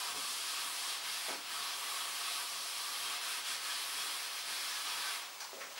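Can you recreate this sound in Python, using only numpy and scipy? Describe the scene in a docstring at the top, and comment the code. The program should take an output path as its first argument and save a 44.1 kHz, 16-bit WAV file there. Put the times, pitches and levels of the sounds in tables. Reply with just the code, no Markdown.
"""A felt eraser hisses back and forth over a whiteboard in a small classroom.
Its fibres stick and slip, which keeps the board and the eraser's hollow holder ringing.
Each push adds a rumble, and twice the holder stumbles and knocks on the board.
Then the eraser lifts off and the person shuffles round, with scuffs and a heel tap.
Room hiss, a thin electronic whine and a short repeating echo colour it all."""
import sys
import numpy as np
from scipy import signal
from scipy.fft import rfft, irfft
from scipy.io import wavfile
from scipy.ndimage import uniform_filter1d

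SR = 44100
rng = np.random.default_rng(int(sys.argv[2]) if len(sys.argv) > 2 else 0)


def bounce(signal):
    """Save signal as a 16-bit WAV file at the path given by the first command-line argument."""
    frames = np.transpose(np.atleast_2d(signal))
    limited = np.clip(frames, -1, 1)
    pcm = np.round(limited * 32767).astype(np.int16)
    wavfile.write(sys.argv[1], SR, pcm)


N = 255383
TIME = np.arange(N) / SR
FREQS = np.maximum(np.arange(N // 2 + 1) * SR / N, 1)

# Strokes of the eraser; each starts as the hand turns. Each row: start in seconds, dip at the turn in dB,
# treble lost at the turn in dB, time to regain speed in seconds, rubbing level in dB, then four levels
# in dB against the felt's hiss: board ring, surface rasp, holder ring and hollow note.
HAND_STROKES = [(-0.05, 5.5, -2, 0.012, -42, -6.5, -10, -11, -13.5),
                (.143, 3.5, 0, 0.01, -42, -12, -14.5, -12.5, -13),
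                (.44, 0.5, 0, 0.037, -42, -11, -9, -10.5, -8.5),
                (.74, 1.2, -0.5, 0.05, -42, -9.5, -7, -11, -15),
                (1.003, 3, 6, 0.024, -43, -10.5, -3.5, -16, -23),
                (1.419, 6.5, 3, 0.056, -43.5, -8, -3.5, -9, -10),
                (1.785, 3, -6, 0.031, -42.5, -8, -6, -8.5, -8),
                (2.1, 1.4, -1.5, 0.05, -42, -10, -7.5, -12, -9.5),
                (2.464, 1.5, 0, 0.03, -43.5, -13.5, -10, -12.5, -9),
                (2.73, 0, 1, 0.022, -43, -11, -7.5, -11, -10),
                (3.0, 1, -2.5, 0.021, -42.5, -9, -3.5, -15, -8),
                (3.198, 3, 1.5, 0.016, -42.5, -9, -4, -10.5, -20),
                (3.428, 4.5, 2, .022, -42, -12, -3, -10, -18),
                (3.597, 3, .5, 0.037, -42.5, -12, -4, -12, -10),
                (3.88, 2, -3.5, 0.054, -42, -10, -6, -12, -15),
                (4.19, 1, 0.5, 0.03, -43.5, -9.5, -3, -18, -20),
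                (4.301, 1, 3, 0.031, -43.5, -12, -5.5, -14, -18),
                (4.439, 3, 1.5, .026, -42.5, -10, -4.5, -15, -16),
                (4.836, 2.7, -4, 0.011, -43, -7, -2.5, -12, -11)]
# The tone of the felt's hiss. Each row: frequency in Hz, relative level in dB.
FELT_TONE = [(100, -77), (300, -15.5), (700, -29.5), (1500, -10), (2500, -5), (3100, -2), (3700, -3),
             (4400, -1.5), (5300, -1.5), (6600, -9.5), (7800, -7.5), (9600, -4.5), (11500, -8.5),
             (13500, -15.5), (15700, -29)]
# The notes the whiteboard rings with. Each row: pitch in Hz, width in Hz, level in dB.
BOARD_NOTES = [(102, 18, -39.5), (150, 9.1, -32), (196, 15, -24.5), (254, 55, -30), (331, 31, -17),
               (380, 117, -23.5), (446, 33, -12), (549, 23, -11), (699.5, 31, -5.5), (846, 81, -4.5),
               (984, 45, 0), (1044, 32, 0.5), (1134, 41, 1.5), (1177, 70, 0.5), (1259, 125, -1),
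               (1550, 84, -6.5), (1713, 26, -6)]
# The tone of the rasp from the board's surface. Each row: frequency in Hz, relative level in dB.
RASP_TONE = [(600, -36), (1200, -5), (1550, -1), (1850, -0.5), (2300, 1), (2800, -2.5), (4000, 0.5),
             (8000, -23.5)]
# Moments when the felt catches and sings. Each row: time of the peak in seconds,
# about half its length in seconds, pitch in Hz, level in dB against the rubbing.
FELT_CATCHES = [(0.239, 0.013, 1154, -6), (0.89, 0.046, 3220, -7), (3.077, .03, 3230, -3.5),
                (3.12, 0.03, 1550, -12), (3.277, .025, 1400, -10), (3.516, 0.029, 3320, -8),
                (3.525, 0.02, 1550, -15), (3.682, .03, 1680, -9), (4.015, 0.028, 3290, -2.5),
                (4.06, 0.017, 1175, -6), (4.744, 0.066, 1705, -13), (4.93, 0.022, 3290, -6),
                (4.95, 0.035, 923, -7), (5.05, 0.02, 1170, -4.5), (5.074, 0.028, 1550, -6)]
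# The tone of the room's steady hiss. Each row: frequency in Hz, relative level in dB.
ROOM_TONE = [(25, -26), (60, -23), (120, -15.5), (250, -9), (500, 0), (800, 4), (1120, 6), (1600, 1),
             (3000, 2), (5000, 1), (7000, -1.5), (10000, -6), (13000, -9.5), (15700, -9.5)]
# Knocks of the holder on the board. Each row: start in seconds, strength on the board in dB,
# strength of the holder's clack in dB.
HOLDER_KNOCKS = [(0.143, -3.5, -42), (0.172, -14, -40), (0.267, -12.5, -50), (1.281, -10, -27),
                 (1.289, -8, -30), (1.298, -3, -23), (1.325, -4, -27)]
# The notes the knocked holder clacks with. Each row: pitch in Hz, width in Hz, level in dB.
HOLDER_NOTES = [(418, 71, -2.5), (520, 33, -1), (656, 45, 0), (800, 76, -5), (965, 42, 4.5), (1560, 55, -7),
                (2200, 79, -5), (2310, 50, -7)]
# Shoe and sleeve scuffs. Each row: start, rise time and fade time in seconds,
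# centre and width of the noise in Hz, level of that noise in dB, level of the grit in dB.
BODY_SCUFFS = [(5.399, 0.0073, 0.016, 4600, 1600, -48.5, -44.5), (5.41, 0.011, 0.03, 895, 241, -47, -58),
               (5.437, 0.016, 0.018, 955, 130, -49, -62), (5.53, .012, 0.09, 517, 300, -51.5, -66),
               (5.55, 0.026, .11, 568, 90, -55, -72), (5.596, 0.021, 0.037, 1730, 1230, -43.5, -52),
               (5.6, 0.013, 0.043, 215, 110, -63.5, -72), (5.755, 0.026, .06, 2090, 3600, -44.5, -65)]
# The tone of the grit in a scuff. Each row: frequency in Hz, relative level in dB.
GRIT_TONE = [(100, -52), (1500, -1), (3600, -12), (4700, -1), (5550, -5), (5850, 2), (6400, -8),
             (10000, -13), (15000, -22)]
# A heel taps the floor. One row: start in seconds, centre in Hz, width in Hz, peak level in dB.
HEEL_TAP = (5.5314, 580, 480, -38)
# How wide the sound is. Each row: frequency in Hz, level in dB of the sides against the middle.
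STEREO_WIDTH = [(30, 4), (80, -14), (300, -9), (700, -14), (1400, -28), (2800, -22.5), (5500, -14.5),
                (10000, -18), (14000, -36)]

LAST_HOLLOW_SWELL_END_S, LIFT_OFF_S = 4.93, 5.114


def from_db(db):
    """Turn decibels into a number to multiply by."""
    return 10 ** (np.asarray(db) / 20)


def unit_level(sound):
    """Scale a sound so that its average power is 1."""
    return sound / np.sqrt(np.mean(sound ** 2) + 1e-20)


def noise():
    """An even hiss: white noise."""
    return rng.standard_normal(N)


def drift(rate_hz):
    """A slow random wobble, about 1 in size."""
    return unit_level(irfft(rfft(noise()) / (1 + (FREQS / rate_hz) ** 2) ** 2, N))


def click(start):
    """The shortest possible blow: one sample."""
    return np.arange(N) == round(start * SR)


def hump(peak_s, half_s):
    """A smooth rise and fall around a moment."""
    return np.exp(-0.5 * ((TIME - peak_s) / half_s) ** 2)


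def swell(start, rise_s, fade_s):
    """A straight rise, then a fade that slows as it goes."""
    rising = np.clip((TIME - start) / rise_s, 0, 1)
    return rising * np.exp(-np.maximum(TIME - start - rise_s, 0) / fade_s)


def colour(sound, tone):
    """Turn frequencies up or down to follow a tone table."""
    hz, db = np.transpose(tone)
    curve_db = np.interp(np.log(FREQS), np.log(hz), db)
    return irfft(rfft(sound) * from_db(curve_db), N)


def band(sound, hz, width_hz, order):
    """Keep the frequencies around a centre; order 1 rings like a single note."""
    low = np.hypot(hz, width_hz / 2) - width_hz / 2
    return signal.sosfilt(signal.butter(order, [low, low + width_hz], "band", fs=SR, output="sos"), sound)


def soften(sound, hz, order):
    """Keep the lows, as a soft contact or a wall does."""
    return signal.sosfilt(signal.butter(order, hz, fs=SR, output="sos"), sound)


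def ringing(force, notes):
    """A force sets all of an object's notes ringing at once."""
    return sum((-1) ** k * from_db(db) * band(force, hz, width, order=1)
               for k, (hz, width, db) in enumerate(notes))


def slips(per_s, spread_db):
    """Surfaces stick and let go in tiny clicks of uneven size, so many that they merge."""
    size = from_db(spread_db * np.clip(noise(), -2, 2))
    slipping = rng.random(N) < per_s / SR
    return unit_level(slipping * np.sign(noise()) * size)


def stroke_levels():
    """Each stroke has its own levels; as the hand turns, the rubbing dips and its treble shifts."""
    blend_s, slowing_share = 0.085, 0.87  # slowing down is quicker than speeding up
    starts, _, _, _, *levels = np.transpose(HAND_STROKES)
    current = np.maximum(np.searchsorted(starts, TIME) - 1, 0)
    rub_db, *ringing_db = [uniform_filter1d(db[current], int(blend_s * SR)) for db in levels]
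    dull_db = 0
    for start, dip_db, treble_loss_db, regain_s, *_ in HAND_STROKES:
        turn = hump(start, np.where(TIME < start, slowing_share * regain_s, regain_s))
        rub_db = rub_db - dip_db * turn
        dull_db = dull_db + treble_loss_db * turn
    return rub_db, dull_db, *ringing_db


def felt_hiss(slips_per_s, treble_db):
    """Patches of felt grip in turn, so seven bands of the hiss each waver by about 1 dB."""
    spectrum = rfft(colour(slips(slips_per_s, spread_db=2), FELT_TONE))
    half_octaves = np.clip(2 * np.log2(FREQS / 2000), 0, 6)
    patches = [irfft(spectrum * np.maximum(1 - np.abs(half_octaves - k), 0), N) for k in range(7)]
    hiss = unit_level(sum(patch * from_db(drift(rate_hz=12)) for patch in patches))
    lows = soften(hiss, hz=7000, order=1)
    return lows + (hiss - lows) * from_db(treble_db)


def holder_ring(slips_per_s):
    """The rubbed holder rings high, swelling and fading as the grip shifts."""
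    ring = band(slips(slips_per_s, spread_db=2), hz=3290, width_hz=250, order=1)
    return unit_level(ring) * from_db(1.5 * drift(rate_hz=13))


def hollow_note():
    """The holder's hollow note is fullest in mid-stroke, where the hand is fastest."""
    left_at_turn = 0.64
    turns = [start for start, *_ in HAND_STROKES] + [LAST_HOLLOW_SWELL_END_S]
    strokes_done = np.interp(TIME, turns, np.arange(len(turns)))
    speed = np.abs(np.sin(np.pi * strokes_done))
    note = unit_level(band(slips(12000, spread_db=1), hz=1170, width_hz=135, order=2))
    return note * (left_at_turn + (1 - left_at_turn) * speed)


def eraser():
    """Slipping fibres hiss and drive the holder and the board; a stronger stroke makes more slips."""
    rub_db, dull_db, board_db, rasp_db, holder_db, hollow_db = stroke_levels()
    lift_loss_db = 6.5 * (np.maximum(TIME - LIFT_OFF_S, 0) / 0.11) ** 2
    effort_db = np.clip(rub_db - lift_loss_db - np.median(rub_db), -5, 5)
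    slips_per_s = 26000 * from_db(effort_db / 2)
    hiss = felt_hiss(slips_per_s, treble_db=0.28 * effort_db - dull_db)  # quicker slips are sharper
    holder = from_db(holder_db) * holder_ring(slips_per_s)
    board = from_db(board_db) * unit_level(ringing(slips(slips_per_s, spread_db=3), BOARD_NOTES))
    rasp = from_db(rasp_db) * unit_level(colour(slips(slips_per_s / 2, spread_db=3.5), RASP_TONE))
    rings = holder + board + rasp + from_db(hollow_db) * hollow_note() + felt_catches()
    # At lift-off the trailing edge still drives the ringing, so it fades later than the hiss.
    return from_db(rub_db) * (from_db(-lift_loss_db) * hiss + from_db(-0.6 * lift_loss_db) * rings)


def room_hiss():
    """The room's quiet, steady background noise."""
    return from_db(-49.5) * unit_level(colour(noise(), ROOM_TONE))


def whine():
    """The electronics give off a thin, very high tone that wavers a little."""
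    pitch_hz, level_db = 15625, -59.5
    level = from_db(level_db + drift(rate_hz=12))
    return level * np.sin(2 * np.pi * pitch_hz * TIME + 0.5 * drift(rate_hz=15))


def push_rumble():
    """The arm leans in at a steady pace, hardest the first time, and shakes the board's low notes."""
    first_s, every_s, level_db, first_extra_db = 0.165, 0.481, -65, 8
    pushes = sum(from_db(level_db + first_extra_db * (k == 0)) * hump(peak_s, half_s=0.047)
                 for k, peak_s in enumerate(np.arange(first_s, LIFT_OFF_S, every_s)))
    force = soften(slips(1500, spread_db=1), hz=132, order=2)
    return pushes * unit_level(ringing(force, BOARD_NOTES))


def holder_knocks():
    """The holder stumbles and clacks; its felt-cushioned blows leave the board flexing and rumbling."""
    starts, board_db, clack_db = np.transpose(HOLDER_KNOCKS)

    def rattle(levels_db, fade_s):
        """A spray of tiny contacts after each knock, falling 60 dB in fade_s."""
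        level = sum(from_db(db - 60 * np.maximum(TIME - start, 0) / fade_s) * (TIME >= start)
                    for start, db in zip(starts, levels_db))
        return level * slips(9000, spread_db=-1.5)

    def blows(levels_db):
        """One sharp blow for each knock."""
        return sum(from_db(db) * click(start) for start, db in zip(starts, levels_db))

    clack = ringing(blows(clack_db + 17) + rattle(clack_db, fade_s=0.12), HOLDER_NOTES)
    thud = soften(blows(board_db + 4.5), hz=700, order=1)
    chatter = from_db(-36) * soften(rattle(board_db, fade_s=0.072), hz=480, order=1)
    flex = from_db(-10) * band(rattle(board_db, fade_s=0.38), hz=194, width_hz=190, order=2)
    return clack + ringing(thud + chatter + flex, BOARD_NOTES)


def felt_catches():
    """The felt catches for a moment, and a swell of slips sets one narrow note singing."""
    sound = np.zeros(N)
    for peak_s, half_s, hz, db in FELT_CATCHES:
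        note = unit_level(band(slips(14000, spread_db=2.5), hz, width_hz=62, order=2))
        sound += from_db(db) * hump(peak_s, half_s) * note
    return sound


def scuffs():
    """Shoes and sleeves rub as the person turns: short puffs of noise with bright grit on top."""
    grit = unit_level(colour(slips(12000, spread_db=3), GRIT_TONE))
    sound = np.zeros(N)
    for start, rise_s, fade_s, hz, width_hz, puff_db, grit_db in BODY_SCUFFS:
        puff = unit_level(band(noise(), hz, width_hz, order=2))
        sound += from_db(puff_db) * swell(start, rise_s, fade_s) * puff
        sound += from_db(grit_db) * swell(start, rise_s=0.0082, fade_s=0.038) * grit
    return sound


def heel_tap():
    """A heel meets the floor in one dull tap."""
    start, hz, width_hz, peak_db = HEEL_TAP
    tap = band(click(start) + 1e-18, hz, width_hz, order=2)
    return from_db(peak_db) * tap / np.abs(tap).max()


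def reflections(sound):
    """Sound bounces around the classroom and blurs into a short tail of about the same power."""
    fade_s = 0.3  # time to fall 60 dB
    tail = noise() * from_db(-60 * TIME / fade_s)
    return signal.fftconvolve(sound, tail / np.sqrt(np.sum(tail ** 2)))[:N]


def stereo_spread(sound):
    """Reflections reach the two close microphone openings slightly differently."""
    lean_left_db = 0.15
    side = colour(reflections(sound), STEREO_WIDTH)
    left = (sound + side) * from_db(lean_left_db)
    right = (sound - side) * from_db(-lean_left_db)
    return np.array([left, right])


def short_echo(sound):
    """An echo repeats three times, flipped and thinner each time, for a slightly hollow sound."""
    delay_samples, feedback = 299, -0.35
    echo = sound
    for _ in range(3):
        thinned = band(echo, hz=3980, width_hz=10300, order=1)
        echo = feedback * np.pad(thinned, [(0, 0), (delay_samples, 0)])[:, :N]
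        sound = sound + echo
    return sound


def scene():
    """Eraser, board and person over the classroom's hiss; the walls soak up the treble."""
    direct = eraser() + push_rumble() + holder_knocks() + scuffs() + heel_tap()
    reverb = from_db(-8.5) * soften(reflections(direct), hz=2600, order=1)
    return stereo_spread(direct + reverb + room_hiss())


def record(dry):
    """Add the short echo and the whine, then cut off the very highest treble."""
    cutoff_hz = 15800
    steep_cut = signal.ellip(12, 0.1, 80, cutoff_hz, fs=SR, output="sos")
    return signal.sosfilt(steep_cut, short_echo(dry) + whine())


dry = scene()
out = record(dry)
bounce(out)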